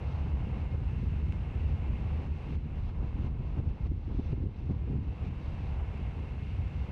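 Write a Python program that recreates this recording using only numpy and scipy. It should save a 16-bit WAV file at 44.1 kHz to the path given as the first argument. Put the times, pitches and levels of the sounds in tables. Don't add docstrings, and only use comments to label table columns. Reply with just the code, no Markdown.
import sys
import numpy as np
from scipy import signal
from scipy.fft import rfft, irfft
from scipy.io import wavfile
from scipy.ndimage import uniform_filter1d

SR = 44100
rng = np.random.default_rng(int(sys.argv[2]) if len(sys.argv) > 2 else 0)


def natural_amplitude(level_db):
    exponent = np.asarray(level_db, float) / 20
    return 10 ** exponent


def bounce(signal):
    frames = np.transpose(np.atleast_2d(signal))
    limited = np.clip(frames, -1, 1)
    pcm = np.round(limited * 32767).astype(np.int16)
    wavfile.write(sys.argv[1], SR, pcm)


N = 304731
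CONTROL_S = np.arange(0, 6.92, .002)


def level(x, db):
    return x * natural_amplitude(db) / np.sqrt(np.mean(x ** 2))


def colour(x, spectrum):
    points_hz, points_db = np.transpose(spectrum)
    f = np.maximum(np.arange(N // 2 + 1) * SR / N, 1)
    gain = natural_amplitude(np.interp(np.log(f), np.log(points_hz), points_db))
    in_band = f < points_hz[-1]
    return level(irfft(rfft(x) * gain * in_band, N), 0)


def even(x, span_s, share):
    power = uniform_filter1d(x ** 2, int(span_s * SR))
    return level(x / power ** (share / 2), 0)


def walk(rate_hz):
    hold = int(SR / rate_hz)
    steps = np.repeat(rng.standard_normal(N // 500), hold)[:N]
    x = uniform_filter1d(uniform_filter1d(steps, hold), hold)
    return x / x.std()


def shocks(rate_hz, scatter_db):
    arrival, size = rng.random((2, N))
    jumps = natural_amplitude(-scatter_db * np.log(1 - size)) * np.sign(rng.standard_normal(N))
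    return (arrival < rate_hz / SR) * jumps


def curve(rows):
    s, *columns = np.transpose(rows)
    return [np.interp(np.arange(N) / SR, s, column) for column in columns]


def smooth(control):
    return np.interp(np.arange(N) / SR, CONTROL_S, control)


def bell(s, width_s):
    return np.exp(-.5 * ((CONTROL_S - s) / width_s) ** 2)


# (frequency [Hz], level [dB])
VENT_SPECTRUM = [(800, -30), (1300, -4), (1800, -5), (2100, -3), (2500, -2), (2680, 1), (2850, -3),
                 (3300, -13), (4200, -21), (5500, -27), (7000, -29), (10000, -36), (12500, -41.5),
                 (15400, -46), (15700, -70)]


def vent_hiss():
    vent = rng.standard_normal(N) + 1.2 * shocks(270, scatter_db=3.5)
    hiss = level(colour(vent, VENT_SPECTRUM), -59.5)
    strongest_band = signal.lfilter(*signal.iirpeak(2500, 2.5, SR), hiss)
    return hiss + strongest_band * (natural_amplitude(walk(12)) - 1)


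# (frequency [Hz], bandwidth [Hz], level [dB])
WHINE_LINES = [(2142, 6, -71.5), (2160, 6, -76), (2182, 7, -78)]


def machine_whine():
    whine = np.zeros(N)
    for hz, width_hz, db in WHINE_LINES:
        line = signal.lfilter(*signal.iirpeak(hz, hz / width_hz, SR), rng.standard_normal(N))
        whine = whine + level(line, db)
    return whine


# (frequency [Hz], level [dB])
SHAKE_SPECTRUM = [(9, -24), (20, -13), (30, -6), (40, 0), (50, -4), (62, -18), (95, -60)]


def ground_shake(shake_db, lull_db):
    shake = even(colour(rng.standard_normal(N), SHAKE_SPECTRUM), .12, .5)
    return shake * natural_amplitude(shake_db - 1.5 + .5 * lull_db)


# (frequency [Hz], level [dB])
CRACKLE_SPECTRUM = [(2400, -15), (3200, 0.5), (4000, -0.5), (5000, -7.5), (6200, -11), (9000, -70)]


def crackle(crackle_db, lift_db, turbulence):
    snaps = colour(shocks(3000, scatter_db=1.5), CRACKLE_SPECTRUM) * turbulence
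    return natural_amplitude(crackle_db + 0.13 * lift_db - 1.4 * walk(13)) * snaps


# (frequency [Hz], level [dB])
ROAR_SPECTRUM = [(200, -29), (330, -6), (460, 0.5), (620, -5), (740, -3), (1000, -5.5), (1400, -15.5),
                 (2000, -23.5), (3000, -75)]


def roar(roar_db, lift_db, turbulence):
    noise = level(colour(shocks(2500, scatter_db=1.5), ROAR_SPECTRUM) * turbulence, 0)
    return natural_amplitude(roar_db + lift_db + .6 * walk(7.2)) * noise


# (time [s], peak level after the limiter [dB])
POP_FRONTS = [(2.649, -67), (3.024, -36), (3.184, -38), (3.585, -39), (3.913, -33.5), (4.076, -34.5),
              (4.144, -33.5), (4.19, -28), (4.375, -32), (4.435, -31.5), (4.697, -42.5), (4.897, -35)]


def pops():
    pop_hz, pop_s = 281, 0.00258
    t = np.arange(-600, 600) / SR
    rounded_front = -np.cos(2 * np.pi * pop_hz * t) * np.exp(-.5 * (t / pop_s) ** 2)
    fronts = np.zeros(N)
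    for s, db in POP_FRONTS:
        fronts[int((s + 2 * pop_s) * SR)] = natural_amplitude(db - 0.5)
    return signal.fftconvolve(fronts, rounded_front, "same")


# (centre time [s], width [s], level after the limiter [dB], lift of the roar [dB])
BOOM_SWELLS = [(0.124, 0.027, -43.5, 0), (0.269, 0.042, -42, 2), (0.433, 0.032, -48, 0),
               (0.481, 0.05, -39, -2.5), (0.569, 0.034, -40, 2.5), (0.748, 0.036, -44, 4),
               (1.034, 0.037, -41, -1), (1.197, 0.042, -52, 2), (1.283, 0.03, -43.5, -0.5),
               (1.556, 0.029, -41.5, 1), (1.89, 0.027, -45, 0), (2.003, 0.13, -46.5, -2.5),
               (2.273, 0.11, -48.5, -0.5), (2.524, 0.087, -42, -0.5), (2.656, 0.035, -44, 1),
               (3.021, 0.12, -44.5, 4), (3.221, 0.18, -40.5, 0), (3.404, 0.039, -42.5, -1),
               (3.586, 0.048, -37, 2.5), (3.644, 0.11, -45.5, -0.5), (3.867, 0.02, -42, 2.5),
               (3.919, 0.015, -44, 3), (4.109, 0.044, -39, 4), (4.196, 0.02, -33, 6),
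               (4.332, 0.013, -30, -5), (4.44, 0.086, -39.5, -1), (4.707, 0.033, -33, 4),
               (4.943, 0.11, -37.5, 2), (5.263, 0.071, -42, 0.5), (6.008, 0.046, -45, -1.5)]


def boom_levels(mutter_db):
    trim_db, narrowing = -1, 0.27
    power, lift_db = 0, 0
    for s, width_s, db, roar_lift_db in BOOM_SWELLS:
        swell = bell(s, narrowing * width_s)
        power = power + natural_amplitude(2 * (db + trim_db)) * swell
        lift_db = lift_db + roar_lift_db * swell
    boom_db = 10 * np.log10(natural_amplitude(2 * mutter_db) + smooth(power))
    return boom_db, smooth(lift_db)


# (frequency [Hz], level [dB])
BOOM_SPECTRUM = [(90, -37.5), (150, 1), (210, -0.5), (310, -8), (420, -13.5), (600, -29), (1200, -93.5)]


def boom(boom_db):
    return natural_amplitude(boom_db) * even(colour(shocks(900, scatter_db=1.5), BOOM_SPECTRUM), .04, .6)


# (frequency [Hz], level [dB])
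THUD_SPECTRUM = [(60, -28), (100, -1), (140, 0), (180, -11.5), (260, -23), (500, -96.5)]


def thud(deep_db, boom_db):
    noise = even(colour(shocks(500, scatter_db=3.0), THUD_SPECTRUM), 0.13, 0.86)
    return noise * natural_amplitude(0.33 * deep_db + 0.64 * boom_db + 0.32)


# (centre time [s], width [s], depth [dB])
LULL_DIPS = [(0.172, 0.022, 0), (0.267, 0.019, 9), (0.475, 0.059, 6.5), (0.555, 0.031, 1),
             (0.696, 0.031, 8.5), (0.914, 0.014, 4), (1.463, 0.089, 2), (1.537, 0.026, 13),
             (1.782, 0.029, 8), (1.848, 0.036, 3.5), (1.974, 0.03, 7.5), (2.091, 0.035, 4),
             (2.245, 0.026, 5), (2.419, 0.17, 7.5), (2.608, 0.064, 5), (2.734, 0.077, 4),
             (3.127, 0.012, 10.5), (3.784, 0.063, 14), (4.019, 0.13, 6.5), (4.135, 0.018, 7),
             (4.552, 0.08, 9.5), (4.871, 0.022, 4.5), (5.175, 0.073, 8.5), (5.38, 0.2, 3.5),
             (5.909, 0.046, 3), (6.006, 0.043, 0.5), (6.242, 0.27, 3.5), (6.403, 0.062, 2),
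             (6.713, 0.069, 5), (6.865, 0.02, 14.5)]


def lulls_db():
    deepening, narrowing = 1.54, 0.36
    return smooth(sum(-deepening * db * bell(s, narrowing * width_s) for s, width_s, db in LULL_DIPS))


# (frequency [Hz], level [dB])
RUMBLE_SPECTRUM = [(9, -43), (15, -41), (38, -20.5), (55, -1.5), (72, 2), (90, -3.5), (110, -14),
                   (150, -36.5), (300, -98)]


def deep_rumble(deep_db):
    return natural_amplitude(deep_db) * even(colour(rng.standard_normal(N), RUMBLE_SPECTRUM), .07, 0.32)


# (time [s], rumble and ground shake after the limiter [dB, dB],
# roar and crackle before it [dB, dB])
PLUME_LEVELS = [(0, -34, -61, -51, -71.5), (.35, -31.5, -40, -52, -71), (1.1, -31.5, -43.5, -54.5, -73),
                (1.9, -31, -41.5, -52.5, -72), (2.5, -31.5, -39.5, -53.5, -70.5),
                (2.85, -34, -36, -52, -70), (3.3, -35.5, -39, -51, -71.5), (3.8, -32, -37.5, -51, -68),
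                (4.3, -34.5, -36.5, -51.5, -66.5), (4.9, -32, -46, -51, -68.5),
                (5.4, -33, -40.5, -53.5, -71.5), (5.8, -34, -44, -52, -72.5), (6.3, -33.5, -47, -56.5, -72),
                (6.91, -33, -49, -55, -70.5)]


def exhaust():
    rumble_db, shake_db, roar_db, crackle_db = curve(PLUME_LEVELS)
    turbulence = natural_amplitude(.5 * walk(13))
    lull_db = lulls_db()
    deep_db = rumble_db + lull_db
    mutter_db = rumble_db - 15 + 0.23 * lull_db + walk(14)
    boom_db, lift_db = boom_levels(mutter_db)
    lows = deep_rumble(deep_db) + thud(deep_db, boom_db) + boom(boom_db)
    lows = lows + pops() + ground_shake(shake_db, lull_db)
    lows = lows / natural_amplitude(limiter_db())
    return lows + roar(roar_db, lift_db, turbulence) + crackle(crackle_db, lift_db, turbulence)


def scene():
    return (vent_hiss() + machine_whine() + exhaust())[None]


# (time [s], gain reached [dB])
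LIMITER_BITES = [(.335, -2), (.67, -2.5), (.755, -3), (1.21, -2), (1.74, -1.5), (2.15, 2), (2.28, -4),
                 (2.565, -8.5), (2.8, -6), (2.9, -7.5), (3.09, -5.5), (3.282, -9), (3.47, -6), (3.6, -8.5),
                 (3.7, -8.5), (3.873, -12.5), (3.97, -6), (4.05, -6), (4.2, -6.5), (4.33, -8.5), (4.43, -9),
                 (4.471, -10.5), (4.6, -8.5), (4.72, -8.5), (4.79, -8), (4.92, -6.5), (4.97, -8),
                 (5.285, -4.5)]


def limiter_db():
    bite_s, recover_db_per_s = 0.024, 26.5
    gain_db = 0
    for s, db in LIMITER_BITES:
        since = CONTROL_S - s
        onset = np.clip(since / bite_s + .5, 0, 1)
        gain_db = np.minimum(gain_db, onset * (db + recover_db_per_s * since))
    return smooth(gain_db)


def band_limit(x):
    return signal.sosfilt(signal.butter(12, 15500, fs=SR, output="sos"), x)


def record(dry):
    ceiling = .085
    x = dry * natural_amplitude(limiter_db())
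    x = x / (1 + np.abs(x / ceiling) ** 5) ** (1 / 5)
    return band_limit(x)


dry = scene()
out = record(dry)
bounce(out)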